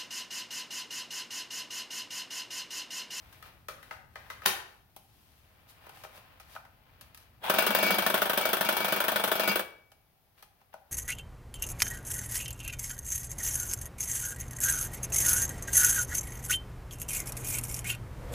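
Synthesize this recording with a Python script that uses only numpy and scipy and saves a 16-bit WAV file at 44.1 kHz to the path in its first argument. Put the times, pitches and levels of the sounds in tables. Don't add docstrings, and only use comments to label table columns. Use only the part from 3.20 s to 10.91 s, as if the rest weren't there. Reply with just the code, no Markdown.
import sys
import numpy as np
from scipy import signal
from scipy.fft import rfft, irfft
from scipy.io import wavfile

SR = 44100
rng = np.random.default_rng(int(sys.argv[2]) if len(sys.argv) > 2 else 0)


def to_wav(sig):
    pcm = np.clip(np.atleast_2d(sig), -1, 1) * 32767
    pcm = np.round(pcm).astype(np.int16)
    wavfile.write(sys.argv[1], SR, pcm.T)


N = 340011
T = np.arange(N) / SR


# time in seconds, full back-and-forth strokes completed.
CRANK = [(4.2972, 0), (4.3845, 1), (4.5485, 3), (4.8629, 7), (5.1742, 11), (6.1954, 24), (6.397, 26.5)]
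# time in seconds, level in dB.
BITE = [(4.28, -63), (4.39, -39.5), (4.57, -43.5), (4.68, -35.5), (4.82, -45), (4.85, -44), (5.13, -58),
        (5.24, -41.5), (5.37, -54), (5.42, -64), (5.47, -41.5), (5.55, -46), (5.78, -42.5), (5.86, -52.5),
        (5.97, -47.5), (6.11, -54), (6.31, -38), (6.42, -52)]

# frequency in Hz, width in Hz, level in dB.
PLATE = [(508, 23, -9.5), (655, 5.8, -6.5), (1265, 9.1, -10), (1447, 8.8, 6.5), (2448, 9.3, 3.5),
         (2738, 13, 2), (4830, 18, -5.5), (6300, 16, -15), (15300, 12, -34)]
GEARCASE = [(135, 110, -19.5), (354, 150, -6), (535, 165, 0), (653, 135, 1.5), (1133, 31, -4.5),
            (1278, 150, -12), (1460, 100, -2.5), (1781, 43, -5.5)]
BLADE = [(5690, 83, 4.5), (8910, 90, 5.5), (10060, 90, -4.5), (11200, 130, -13.5), (12300, 190, -22),
         (13200, 170, 6), (14200, 36, 4.5), (15800, 60, -16), (15440, 700, 8.5)]
HOUSING = [(915, 89, -1.5), (1270, 98, -0.5), (1472, 88, 0), (1676, 330, -0.5), (2077, 140, -0.5),
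           (2390, 170, -8.5)]
GRIP = [(367, 140, -9), (535, 116, 0), (640, 100, 2), (785, 62, 4), (1018, 200, -4), (1277, 110, -5),
        (1466, 83, -1)]
CASING = [(549, 36, 11), (645, 57, -9), (967, 76, 4), (1240, 25, -16), (1640, 70, -2), (3000, 120, -30),
          (3400, 110, -2)]
PACK = [(127, 35, -8), (259, 38, -12.5), (369, 39, 3.5), (471, 32, -3)]

# frequency in Hz, density in dB per Hz.
RATTLE = [(30, -7), (90, -17), (300, -4.5), (620, -3.5), (900, -3.5), (1500, 2.5), (2100, -8), (3300, -4),
          (4500, -13), (7300, -21.5), (9200, -16), (12000, -10.5), (15300, -10), (17000, -26)]
WHIRR = [(30, -40), (140, -22), (300, -10), (550, 4), (950, 6), (1700, -3), (2100, -3.5), (3300, -4.5),
         (4500, -16), (7000, -23.5), (10000, -19), (15000, -14.5)]
SCRAPE = [(100, -6), (300, 9.5), (700, 6.5), (1500, -1.5), (2000, -6), (3200, -2.5), (5000, -1),
          (7300, -14), (10000, -23), (15000, -4)]
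LATCH = [(50, -33.5), (130, -14.5), (230, -8.5), (350, -16), (500, -6), (880, 0.5), (1300, -0.5),
         (1900, -3), (2500, -4.5), (4000, -5), (5600, -9), (7500, -15.5), (11000, -9), (15500, -9.5)]
TICK = [(500, -29), (1500, -7), (2700, 1), (4200, -2.5), (6000, -5.5), (8000, -18), (15000, -35.5)]
SPARKLE = [(2000, -47), (6000, -24), (9000, 4), (12000, 9), (15500, 6)]
CLOTH = [(100, -10.5), (300, -11), (550, 1.5), (850, 4), (1600, 0.5), (2800, -3), (5000, -14.5),
         (8000, -40), (15000, -11.5)]
HISS = [(1000, -13), (3000, 6), (5000, 4), (7700, -2.5), (10000, 3), (12500, 5.5), (15500, 0.5)]
AIR = [(15, -37), (25, -6), (82, -3), (141, -6.5), (309, -17.5), (516, -17), (775, -11), (962, -20),
       (4030, -29.5), (5140, -30), (7710, -40), (11600, -26), (16000, -24)]
RUMBLE = [(20, -31.5), (45, -0.5), (70, 3.5), (115, 1.5), (170, -8), (300, -11.5), (900, -42.5)]

# start in seconds, level in dB, thud and click in dB relative to that
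# level, base rattle T60 in seconds, which each layer scales.
KNOCKS = [(0.126, -60.5, -10, 2, 0.045), (0.2252, -48.5, -9, -6, 0.03), (0.4841, -41, 3, -3, 0.038),
          (0.628, -54, 4, -2.5, .04), (0.7093, -35.5, -8, -15.5, 0.041), (0.7238, -51.5, 3, -7, 0.055),
          (0.9558, -38, -7.5, -15, .04), (1.1006, -36.5, -11, -10, .05), (1.219, -43.5, -11.5, -14, .06),
          (1.7634, -67, 18, 13, 0.035), (2.6656, -60.5, 15.5, -0.5, 0.042), (2.6932, -54, 5, -0.5, 0.031),
          (2.836, -46, 3.5, -3.5, 0.062), (2.8473, -45, 1.5, -13, 0.055), (2.976, -57.5, 8, -1, 0.026),
          (3.1988, -50.5, -1, -3.5, 0.084), (3.351, -53, 5, -1.5, 0.048), (3.3614, -39, -5, -18, .04),
          (3.4501, -56.5, 2, -8, .04), (3.8104, -58.5, 5, 6.5, 0.048), (3.946, -56.5, -13, 2.5, .031),
          (3.974, -53, -14.5, -1, .029), (6.7175, -62.5, 5.5, 1, .043), (7.225, -55.5, 6, 1, .04),
          (7.4134, -65, 7.5, -8, 0.043), (7.5394, -56, 13, -3, .036)]
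# start in seconds, level in dB, rattle T60 in seconds.
SNAPS = [(1.255, -39, 0.027), (1.2595, -19, 0.019), (1.2616, -19.5, 0.0098), (1.269, -28.5, 0.082)]
# centre in seconds, level in dB.
SNAGS = [(4.505, -32), (4.73, -36.5), (6.3, -36)]
# centre in seconds, half length in seconds, rub in dB, hiss in dB.
SLIDES = [(0.116, 0.26, -57.5, -70.5), (0.268, 0.025, -49.5, -65), (0.68, 0.12, -61.5, -70.5),
          (1.108, 0.16, -57, -69), (1.241, 0.0095, -43, -64), (1.5, 0.082, -61.5, -70.5),
          (2.037, 0.33, -70, -72), (2.5, 0.016, -59, -59), (2.642, 0.037, -56.5, -71.5),
          (2.793, 0.085, -60, -63.5), (2.85, 0.53, -57.5, -77), (2.96, 0.03, -52.5, -60),
          (3.326, 0.056, -56, -62), (3.84, 0.33, -62, -96), (4.01, 0.027, -60, -64.5),
          (7.192, 0.023, -61, -68), (7.405, 0.015, -67, -82.5), (7.534, 0.0062, -53, -90),
          (7.694, 0.037, -70, -81)]
# time in seconds, level in dB.
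RUMBLE_DB = [(0, -59), (1.1, -59), (1.55, -65), (2.3, -63), (2.7, -61), (4.2, -61.5), (6.6, -72),
             (7.2, -77), (7.71, -89)]

# frequency in Hz, T60 in seconds.
GARAGE_T60_S = [(125, 0.52), (500, 0.57), (2000, 0.47), (5000, 0.4), (10000, 0.34), (16000, 0.27)]
BENCH_T60_S = [(300, 0.13), (3000, 0.036), (12000, 0.066)]
# frequency in Hz, left minus right in dB.
LEFT_DB = [(60, 1.5), (200, 1), (700, 1.5), (1300, 3), (2400, 5), (4400, 3.5), (8000, 7), (14000, 0.5)]

RUMBLE_WANDER_DB = -0.5
GRIP_RUB_DB, GRIP_HISS_DB = -78, -84
SPARKLE_GROWTH = 1.4
RAISED_S, LOW_ROOM_DB, RAISED_ROOM_DB = 1.6, -1, -6
PACK_SEATS_S, PACK_DB = 0.009, -18
TRIGGER_ON_S, TRIGGER_OFF_S, SETTLE_S = 4.243, 6.4, 0.62
SPIN_UP_DB_PER_S, BRAKE_DB_PER_S = 947, 800.5
MOTOR_DB, MOTOR_STRAIN_DB = -36.5, 2.5
PULL_DB, RETURN_DB, KNOCK_STRAIN_DB = -23, -28, 4.5
STROKE_SCATTER_DB = 1.0
RETURN_EARLY_S = 0.00205
GEAR_HZ, GEAR_DB, GEAR_START_S, SPIN_UP_S, GEAR_FADE_S = 1000, -5, 4.215, 0.02, 0.06
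SCRAPE_DB, SCRAPE_GROWTH, SCRAPE_LEAD_S, LIFT_DB_PER_S = -33.5, 1.3, 0.017, 251
FIRM_BITE_DB = -40.5
SQUEAL_HZ, SQUEAL_DB, SQUEAL_GROWTH = 2276.3, -41, 1.32
FLEX_HZ, FLEX_DB, FLEX_GROWTH = 204.5, -47, 0.82
SNAG_HALF_S = 0.013
LIFT_S, FREE_RING_DB, FREE_T60_S = 6.33, -44.5, 0.67
TOP_HZ = 15900


def undb(db):
    return 10 ** (np.asarray(db) / 20)


def unit(x):
    return x / np.sqrt(np.mean(x ** 2))


def fader(rows, lead_s=0):
    s, db = np.transpose(rows)
    return undb(np.interp(T + lead_s, s, db, left=-200, right=-200))


def across(points, hz):
    points = np.array(points)
    return np.interp(np.log(hz + 1), np.log(points[:, 0]), points[:, 1])


def through(x, response):
    response = np.atleast_2d(response)
    response = response / np.linalg.norm(response, axis=1, keepdims=True)
    return signal.oaconvolve(np.atleast_2d(x), response, axes=1)[:, :N]


def colour(x, points, size=4096):
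    gain = undb(across(points, np.fft.rfftfreq(size, 1 / SR)))
    cepstrum = irfft(np.log(gain))
    cepstrum[1:size // 2] *= 2
    cepstrum[size // 2 + 1:] = 0
    return through(x, irfft(np.exp(rfft(cepstrum))))


def ring(x, modes):
    t = T[:SR // 2]
    response = 0
    for k, (hz, width, db) in enumerate(modes):
        strength = (-1) ** k * undb(db) * width
        response = response + strength * np.exp(-np.pi * width * t) * np.sin(2 * np.pi * hz * t)
    return through(x, response)


def walk(rate):
    knots = rng.standard_normal(N // 16)
    return np.interp(T * rate, np.arange(len(knots)), knots)


def swell(s, half_s):
    return np.exp(-((T - s) / half_s) ** 2)


def diffuse(apart_hz=1300, alike=0.6, size=N):
    mid, side = rng.standard_normal((2, size))
    low_side = signal.lfilter(*signal.butter(1, apart_hz, fs=SR), side)
    side = side - np.sqrt(np.clip(alike, 0, 1)) * .8 * low_side
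    return unit(np.array([mid + side, mid - side]))


def grit(spread_db):
    return unit(diffuse() * undb(spread_db * walk(1500)))


def blows(times, dbs, t60s, size=8192):
    power = np.zeros(N + size)
    for s, db, t60 in zip(*np.broadcast_arrays(times, dbs, t60s)):
        fall = np.exp(-2 * np.log(1000) * T[:size] / max(t60, 1 / SR))
        start = int(s * SR)
        power[start:start + size] += fall / fall.sum() * undb(db) ** 2 * .004 * SR
    return np.sqrt(power[:N])


def crank_angle():
    s, strokes = np.transpose(CRANK)
    return 2 * np.pi * np.interp(T, s, strokes)


def strain(s):
    return np.exp(-np.maximum(s - TRIGGER_ON_S, 0) / SETTLE_S)


def background():
    s, db = np.transpose(RUMBLE_DB)
    level = undb(np.interp(T, s, db) + RUMBLE_WANDER_DB * walk(9.1))
    air = undb(-66.5) * colour(diffuse(), AIR)
    return air + level * colour(diffuse(alike=.75), RUMBLE)


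def hands():
    rub, hiss = undb(GRIP_RUB_DB), undb(GRIP_HISS_DB)
    for s, half_s, rub_db, hiss_db in SLIDES:
        slide = swell(s, half_s)
        rub = np.hypot(rub, undb(rub_db) * slide)
        hiss = np.hypot(hiss, undb(hiss_db) * slide)
    steps = undb(0.75 * walk(50))
    cloth = colour(grit(4.6) * rub * steps, CLOTH)
    airy = colour(grit(2.8) * hiss * steps, HISS)
    return undb(-2.5) * cloth + undb(2.0) * airy


def knocks():
    s, db, thud_db, click_db, t60 = np.transpose(KNOCKS)
    contact = diffuse(apart_hz=2200)
    hard = undb(-6.5) * blows(s + 0.00206, db, 0) + undb(-3) * contact * blows(s, db, t60 * 0.32)
    soft = undb(-6.5) * blows(s + 0.0019, db + thud_db, 0)
    soft = soft + undb(-2) * contact * blows(s, db + thud_db, t60 * .5)
    tick = colour(contact * blows(s, db + click_db, t60 * 1.6), TICK)
    sparkle = colour(contact * blows(s, db + SPARKLE_GROWTH * click_db, t60), SPARKLE)
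    near = undb(2.0) * ring(hard, HOUSING) + undb(1.5) * ring(soft, GRIP)
    near = near + undb(3.0) * tick + undb(4.5) * sparkle
    return near, near * undb(np.where(T < RAISED_S, LOW_ROOM_DB, RAISED_ROOM_DB))


def latch():
    s, db, t60 = np.transpose(SNAPS)
    stop_s = s[db.argmax()]
    stop = blows([stop_s], db.max(), 0)
    seated = blows([stop_s + PACK_SEATS_S], db.max(), 0)
    crack = colour(undb(-4) * stop + diffuse() * blows(s, db, t60), LATCH)
    return crack + undb(PACK_DB) * ring(seated, PACK)


def motor():
    angle = crank_angle()
    load = undb(1.5 * np.sin(2 * angle) + 0.34 * np.sin(angle))
    spin_up_db = SPIN_UP_DB_PER_S * np.maximum(TRIGGER_ON_S - T, 0)
    brake_db = BRAKE_DB_PER_S * np.maximum(T - TRIGGER_OFF_S, 0)
    effort = load * undb(MOTOR_DB + MOTOR_STRAIN_DB * strain(T) - spin_up_db - brake_db)
    turning = grit(3) * effort
    speed = 1 - np.exp(-np.maximum(T - GEAR_START_S, 0) / SPIN_UP_S)
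    speed = speed * (1 + 0.018 * walk(200))
    fade = np.exp(-np.maximum(T - TRIGGER_ON_S, 0) / GEAR_FADE_S)
    whine = np.sin(2 * np.pi * GEAR_HZ * np.cumsum(speed) / SR) * effort * fade
    return colour(turning, WHIRR) + undb(-6.0) * ring(turning, CASING) + undb(GEAR_DB) * whine


def teeth():
    angle = crank_angle()
    bite = fader(BITE, SCRAPE_LEAD_S) / undb(FIRM_BITE_DB)
    level = undb(SCRAPE_DB - LIFT_DB_PER_S * np.maximum(T - LIFT_S, 0)) * bite ** SCRAPE_GROWTH
    blade_speed = 0.32 + 1.16 * np.abs(np.sin(angle))
    pressure = undb(1.5 * np.sin(angle) + 2 * walk(90))
    contact = grit(4.0) * blade_speed * pressure * level
    return undb(-3) * colour(contact, SCRAPE) + undb(-5.0) * ring(contact, PLATE)


def plate():
    bite = fader(BITE) / undb(FIRM_BITE_DB)
    touching = bite / bite.max()
    free = (T > LIFT_S) * undb(FREE_RING_DB) * np.exp(-np.log(1000) * np.abs(T - LIFT_S) / FREE_T60_S)
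    driven = undb(SQUEAL_DB) * bite ** SQUEAL_GROWTH * undb(3.1 * walk(35))
    booms = sum(undb(db) * swell(s, SNAG_HALF_S) for s, db in SNAGS)
    bending = undb(FLEX_DB) * bite ** FLEX_GROWTH * undb(3.2 * walk(30)) + booms
    squeal = np.sin(2 * np.pi * SQUEAL_HZ * T + touching * walk(46)) * np.maximum(driven, free)
    flex = np.sin(2 * np.pi * FLEX_HZ * T + 1.1 * walk(28)) * bending
    return undb(7.0) * squeal + undb(1.5) * flex


def drive():
    s, strokes = np.transpose(CRANK)
    turns = np.arange(2 * strokes[-1] + 1) / 2
    early, size, rebound = rng.standard_normal((len(turns), 3)).T
    pulling = turns % 1 == 0
    times = np.interp(turns, strokes, s) + .0005 * early - np.where(pulling, 0, RETURN_EARLY_S)
    dbs = np.where(pulling, PULL_DB, RETURN_DB) + KNOCK_STRAIN_DB * strain(times) + STROKE_SCATTER_DB * size
    rebound_times = times + 0.00509 * np.exp(0.305 * rebound)
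    slap = blows(times + 0.001, dbs, 0) + undb(-6.5) * blows(rebound_times, dbs, 0)
    thump = ring(slap, GEARCASE)
    rattle = colour(diffuse() * blows(times, dbs, 0.1), RATTLE)
    zing = ring(diffuse() * blows(times, dbs, 0.051), BLADE)
    return undb(-2.5) * thump + undb(2.0) * rattle + undb(-4.5) * zing


def saw_body():
    high_pass = signal.butter(2, 65, "high", fs=SR, output="sos")
    return signal.sosfilt(high_pass, drive() + motor() + teeth())


def echoes(x, t60s, delay_s, size=32768):
    hz, t = np.fft.rfftfreq(size, 1 / SR), T[:size]
    spectrum = rfft(diffuse(size=size))
    response = 0
    for centre, t60 in t60s:
        band = across([(f, float(f == centre)) for f, _ in t60s], hz)
        response = response + irfft(spectrum * band) * np.exp(-np.log(1000) * t / t60)
    return through(x, response * np.clip(t / delay_s - 1, 0, 1))


def scene():
    saw, snap, rustle = saw_body(), latch(), hands()
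    knock, knock_out = knocks()
    left, right = saw + snap + rustle + knock
    direct = np.array([np.roll(left, 3), right])
    to_walls = undb(-10) * saw + snap + undb(-2.5) * rustle + knock_out
    garage = echoes(to_walls, GARAGE_T60_S, 0.002)
    bench = echoes(saw + snap + knock, BENCH_T60_S, 0.002)
    return direct + undb(-11.0) * bench + garage + plate() + background()


def record(dry, size=256):
    tilt_db = across(LEFT_DB, np.fft.rfftfreq(size, 1 / SR))
    ports = []
    for x, sign in zip(dry, (1, -1)):
        response = np.fft.fftshift(irfft(undb(sign * tilt_db / 2)))
        ports.append(signal.oaconvolve(x, response)[size // 2:][:N])
    low_pass = signal.ellip(10, .2, 70, TOP_HZ, fs=SR, output="sos")
    return signal.sosfilt(low_pass, ports)


dry = scene()
out = record(dry)
to_wav(out)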